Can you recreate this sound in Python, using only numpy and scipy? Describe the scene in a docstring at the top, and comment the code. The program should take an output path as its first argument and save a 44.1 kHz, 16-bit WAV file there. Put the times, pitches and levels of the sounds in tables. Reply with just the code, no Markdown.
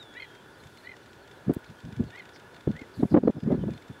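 """An open tidal flat, heard from a small camera. Short gusts buffet its microphone: each eddy is a low
thump, and the hardest clusters overload it. A far bird repeats an arched, throbbing call, with one
falling whistle and faint chirps around it. The camera adds its own whirr and ticking, and under
everything lies a steady noise wash of air and water."""
import sys
import numpy as np
from scipy import signal
from scipy.fft import rfft, irfft
from scipy.io import wavfile
from scipy.ndimage import uniform_filter1d

SR = 44100
rng = np.random.default_rng(int(sys.argv[2]) if len(sys.argv) > 2 else 0)


def persist_wave(psi):
    """Save psi, clipped to +-1, as 16-bit WAV."""
    counts = np.round(np.clip(psi, -1, 1) * 32767).astype(np.int16)
    wavfile.write(sys.argv[1], SR, np.atleast_2d(counts).T)


N = 176400


def amp(db):
    """Decibels to gain."""
    return 10 ** (np.asarray(db) / 20)


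def rms_one(x):
    """Scale to unit rms."""
    return x / np.sqrt(np.mean(x ** 2) + 1e-20)


def drift(rate_hz, size=N):
    """Random modulator gliding between values of unit spread."""
    knots = rng.standard_normal(int(N / SR * rate_hz) + 2)
    return np.interp(np.arange(size) / SR * rate_hz, np.arange(len(knots)), knots)


def tone(hz):
    """Sine of unit rms along a pitch curve."""
    return np.sqrt(2) * np.sin(2 * np.pi * np.cumsum(hz) / SR)


def resonate(x, hz, width_hz):
    """Two-pole resonator with unity gain at its peak."""
    r = np.exp(-np.pi * width_hz / SR)
    gain = (1 - r * r) / 2
    return signal.lfilter([gain, 0, -gain], [1, -2 * r * np.cos(2 * np.pi * hz / SR), r * r], x)


def narrow_noise(bands):
    """Narrow bands of noise, each sent twice through its resonator."""
    return sum(amp(db) * rms_one(resonate(resonate(rng.standard_normal(N), hz, width), hz, width))
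               for hz, width, db in bands)


def bursts(events, t60_s):
    """Noise bursts with a fast attack and a dying tail."""
    kicks, r = np.full(N, 1e-18), amp(-60 / (t60_s * SR))
    for s, db in events:
        kicks[int(s * SR)] = amp(db)
    envelope = signal.lfilter([np.e * (1 - r)], [1, -2 * r, r * r], kicks)
    return envelope * rng.choice([-1, 1], N)


def add(out, s, sound):
    """Mix a sound in at s seconds."""
    i = int(s * SR)
    out[i:i + len(sound)] += sound[:N - i]


def wind_buffets():
    """Each eddy striking the microphone makes a short thump of low noise."""
    # eddies: (time [s], length [s], level [dB], centre [Hz])
    eddies = [(0.667, 0.029, -47, 122), (1.474, 0.014, -31.5, 170.0), (1.485, 0.01, -19.5, 187),
              (1.498, 0.0073, -14.5, 255), (1.509, 0.0081, -19, 278), (1.523, 0.018, -34, 242),
              (1.568, 0.0068, -24, 219), (1.71, 0.031, -43, 159), (1.848, 0.02, -37.5, 147),
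              (1.876, 0.052, -39, 154), (1.93, 0.017, -37, 167), (1.982, 0.028, -33.5, 140.0),
              (2.006, 0.016, -18.5, 179), (2.029, 0.021, -33, 201), (2.049, 0.071, -40, 129),
              (2.677, 0.0066, -15, 195), (2.703, 0.022, -22.5, 160), (2.747, 0.036, -39, 145),
              (2.819, 0.0095, -36, 173), (2.984, 0.018, -33.0, 124), (3.006, 0.018, -25.5, 250),
              (3.034, 0.011, -13, 270), (3.054, 0.017, -23, 190), (3.126, 0.021, -21, 183),
              (3.149, 0.012, -5.5, 286), (3.172, 0.023, -9, 328), (3.207, 0.079, -36, 210.0),
              (3.236, 0.0069, -14.5, 250), (3.258, 0.019, -18, 236), (3.279, 0.0082, -7.5, 332),
              (3.298, 0.012, -15, 251), (3.372, 0.031, -29.5, 228), (3.441, 0.023, -25.5, 168),
              (3.465, 0.0098, -21, 200.0), (3.479, 0.022, -18.5, 233), (3.518, 0.029, -17, 273),
              (3.54, 0.02, -21.5, 265), (3.571, 0.066, -27.5, 200), (3.626, 0.067, -28.5, 137),
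              (3.639, 0.0071, -22.0, 208), (3.669, 0.026, -24.5, 153), (3.688, 0.022, -28, 260),
              (3.716, 0.079, -33.5, 157), (3.907, 0.023, -36, 162)]
    out, size = np.zeros(N), 8192
    f = np.arange(size // 2 + 1) * SR / size
    t = (np.arange(size) - size // 2) / SR
    for s, length, db, hz in eddies:
        ratio = f / (1.05 * hz)
        band = ratio ** 1.45 / np.sqrt(1 + ratio ** 8.888)   # rises 9, then falls 18 dB per octave
        envelope = .5 ** (np.abs(2 * t / length) ** 2.4)   # blunt-topped bell
        thump = envelope * irfft(rfft(rng.standard_normal(size)) * band)
        thump *= np.sqrt(np.sum(envelope ** 2) / np.sum(thump ** 2))
        add(out, s - size / 2 / SR, amp(db) * thump)
    return out


def bird_calls():
    """A far bird's raspy call arches in pitch, its throb deepening as it goes."""
    # calls: (start [s], level [dB])
    calls = [(0.139, -39), (0.828, -42.5), (2.113, -41.5), (2.729, -46), (3.42, -54.5)]
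    # partials of the voice: (pitch multiple, offset [Hz], relative level [dB])
    partials = [(1, -4.5, -2.5), (.5, 1409, -12.5), (1.5, -6, -16), (2, 1.5, -17.5)]
    length_s, attack_s, release_s = .12, .045, .012
    top_hz, top_at_s, sag_hz = 2094, .075, 545.4
    throb_hz, crest_s = 44, .067
    out, size = np.zeros(N), int(length_s * SR)
    t = np.arange(size) / SR
    envelope = np.clip(np.minimum(t / attack_s, (length_s - t) / release_s), 0, 1)
    depth = np.clip(1.3 * t / crest_s, 0, 1) ** 2
    throb = 1 - depth * np.sin(np.pi * throb_hz * (t - crest_s)) ** 4
    arch_hz = top_hz - sag_hz * (t / top_at_s - 1) ** 2
    for s, db in calls:
        hz = arch_hz * (1 + .022 * drift(58.7, size))
        dulling_db = 1.2 * (db - calls[0][1])   # calls fainter than the first are also duller
        voice = np.zeros(size)
        for multiple, offset_hz, partial_db in partials:
            rasp_db = 3 * drift(127, size)
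            gain = amp(partial_db + dulling_db * (multiple != 1) + rasp_db)
            voice += gain * tone(multiple * hz + offset_hz)
        hoarseness = 1 + .5 * drift(500, size)
        add(out, s, amp(db) * envelope * throb * voice * hoarseness)
    return out


def whistle():
    """One wavering whistle that drops fast, then sags slowly, with a faint octave on top."""
    # loudness envelope: (time [s], level [dB])
    contour = [(0, -48), (.033, -51), (.045, -57), (.1, -60), (.39, -61.5), (.43, -90)]
    base_hz, drop_hz, glide_s, sag_hz_per_s = 3390, 510, .045, 470
    t = np.arange(N) / SR
    hz = base_hz + drop_hz * np.exp(-t / glide_s) - sag_hz_per_s * t
    level_db = np.interp(t, *np.transpose(contour)) + 3 * drift(70)
    return amp(level_db) * (tone(hz) + amp(-25) * tone(2 * hz))


def far_chirps():
    """Short falling chirps, smeared by distance into noise bands, amid fainter random twitter."""
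    # chirps: (start [s], centre [Hz], spread [Hz], level [dB])
    chirps = [(.755, 4180, 495, -58.5), (0.819, 4300, 700, -60), (1.195, 4350, 400, -65.5),
              (1.64, 3980, 1110, -63), (1.745, 3200, 250, -62), (2.321, 5040, 1810, -56.5),
              (2.92, 4400, 1210, -58), (2.97, 3860, 1390, -61), (3.089, 4540, 1303, -56.5),
              (3.37, 5050, 202, -61.5), (3.41, 4950, 200, -65), (3.581, 3060, 304, -60),
              (3.72, 4200, 202, -63)]
    length_s, twitter_count, low_hz, high_hz, twitter_spread_hz = .07, 60, 2300, 4700, 500
    twitter = [(when * N / SR, low_hz + (high_hz - low_hz) * pitch, twitter_spread_hz, -66 - 6 * faint)
               for when, pitch, faint in rng.random((twitter_count, 3))]
    out, size = np.zeros(N), int(length_s * SR)
    samples = np.arange(size)
    for s, hz, spread_hz, db in twitter + chirps:
        smear = rms_one(np.interp(samples / SR * spread_hz, samples, rng.standard_normal(size)))
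        sweep = tone(hz + .35 * spread_hz * np.linspace(1, -1, size))
        add(out, s, amp(db) * np.hanning(size) * smear * sweep)
    return out


def camera():
    """The mechanism whirrs and its ticks ring the camera body; a bright crackle sounds close by."""
    # whirr bands: (centre [Hz], width [Hz], level [dB])
    whirr_bands = [(3490, 195, -69.5), (9760, 210, -83)]
    # ticks of the mechanism: (time [s])
    tick_times = [0.026, .137, .349, 0.635, 0.669, .772, 0.964, 1.058, 1.13, 1.274, 1.311, 1.536, 1.642,
                  1.698, 1.801, 1.849, 1.924, 1.963, 2.037, 2.103, 2.157, 2.188, 2.253, 2.29, 2.359, 2.396,
                  2.542, 2.562, 2.606, 2.713, 2.763, 2.791, 2.813, 3.307, 3.401, 3.433, 3.519, 3.704, 3.734,
                  3.775, 3.82, 3.879]
    # body resonances: (centre [Hz], width [Hz], gain [dB])
    body_modes = [(1980, 1030, 3), (3600, 240, 7.5), (4350, 860, -3.5), (7700, 900, -9.5)]
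    # snaps of the crackle: (time [s], peak before the high-pass [dB])
    snaps = [(1.535, -43), (1.544, -44.5), (1.587, -62)]
    ticks = bursts([(s, -45) for s in tick_times], t60_s=.017)
    body = sum((-1) ** k * amp(db) * resonate(ticks, hz, width)
               for k, (hz, width, db) in enumerate(body_modes))
    high_pass = signal.butter(4, 8300, "high", fs=SR, output="sos")
    crackle = signal.sosfilt(high_pass, bursts(snaps, t60_s=.013))
    whirr = amp(3 * drift(7.6)) * narrow_noise(whirr_bands)
    return whirr + body + crackle


def air_and_water():
    """A bed of coloured noise, each octave wavering gently, with a few resonances in it."""
    # tone curve of the wash: (frequency [Hz], relative density [dB])
    tone_curve = [(15, -56), (25, -16.5), (102, -2.5), (205, -7), (371, -3), (1060, -14.5), (1470, -13),
                  (2030, -18.5), (3480, -22.5), (15800, -40)]
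    # resonances in the wash: (centre [Hz], width [Hz], level [dB])
    peaks = [(392, 33, -66), (926, 207, -64), (1458, 147, -61), (1694, 154, -64)]
    bed_db, waver_db = -52, 1.5
    f = np.maximum(np.arange(N // 2 + 1) * SR / N, 1)
    hz, db = np.transpose(tone_curve)
    spectrum = rfft(rng.standard_normal(N)) * amp(np.interp(np.log(f), np.log(hz), db, left=-80))
    bed = np.zeros(N)
    for octave in range(11):
        band = np.clip(1 - np.abs(np.log2(f / 20) - octave), 0, 1)
        depth_db = waver_db * (.3 if octave > 6 else 1)   # the treble holds steadier
        bed += irfft(spectrum * band, N) * amp(depth_db * drift(4 + 3 * octave))
    return amp(bed_db) * rms_one(bed) + narrow_noise(peaks) * amp(waver_db * drift(6.05))


def high_hiss():
    """Brief stretches of faint, smooth hiss."""
    # stretches: (start [s], length [s], level [dB])
    stretches = [(0.579, .28, -72.5), (2.953, .2, -67.5)]
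    out = np.zeros(N)
    band = signal.butter(2, [6000, 12400], "band", fs=SR, output="sos")
    hiss = rms_one(signal.sosfilt(band, rng.standard_normal(N)))
    for s, length, db in stretches:
        add(out, s, amp(db) * hiss[:int(length * SR)])
    return out


def scene():
    """Mono mix of all the layers."""
    mix = wind_buffets() + air_and_water() + camera()
    return (mix + bird_calls() + whistle() + far_chirps() + high_hiss())[None]


def record(dry):
    """The microphone sheds deep bass, gain control ducks on loud gusts, peaks clip, the top is cut."""
    low_cut_hz, high_cut_hz = 47, 15960
    threshold_db, duck_share, attack_s, release_db_per_s = -16, .45, .008, 7.2
    ceiling, hardness = .386, 12
    x = signal.sosfilt(signal.butter(2, low_cut_hz, "high", fs=SR, output="sos"), dry)
    level_db = 10 * np.log10(uniform_filter1d(x ** 2, size=441) + 1e-12)
    duck_db = duck_share * np.maximum(level_db - threshold_db, 0)
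    release_ramp = release_db_per_s * np.arange(N) / SR
    held_db = np.maximum.accumulate(duck_db + release_ramp, axis=1) - release_ramp
    r = np.exp(-1 / (attack_s * SR))
    ducked = x * amp(-signal.lfilter([1 - r], [1, -r], held_db))
    clipped = ducked / (4 + np.abs(ducked / ceiling) ** hardness) ** (1 / hardness)
    return signal.sosfilt(signal.cheby2(24, 50, high_cut_hz, fs=SR, output="sos"), clipped)


dry = scene()
out = record(dry)
persist_wave(out)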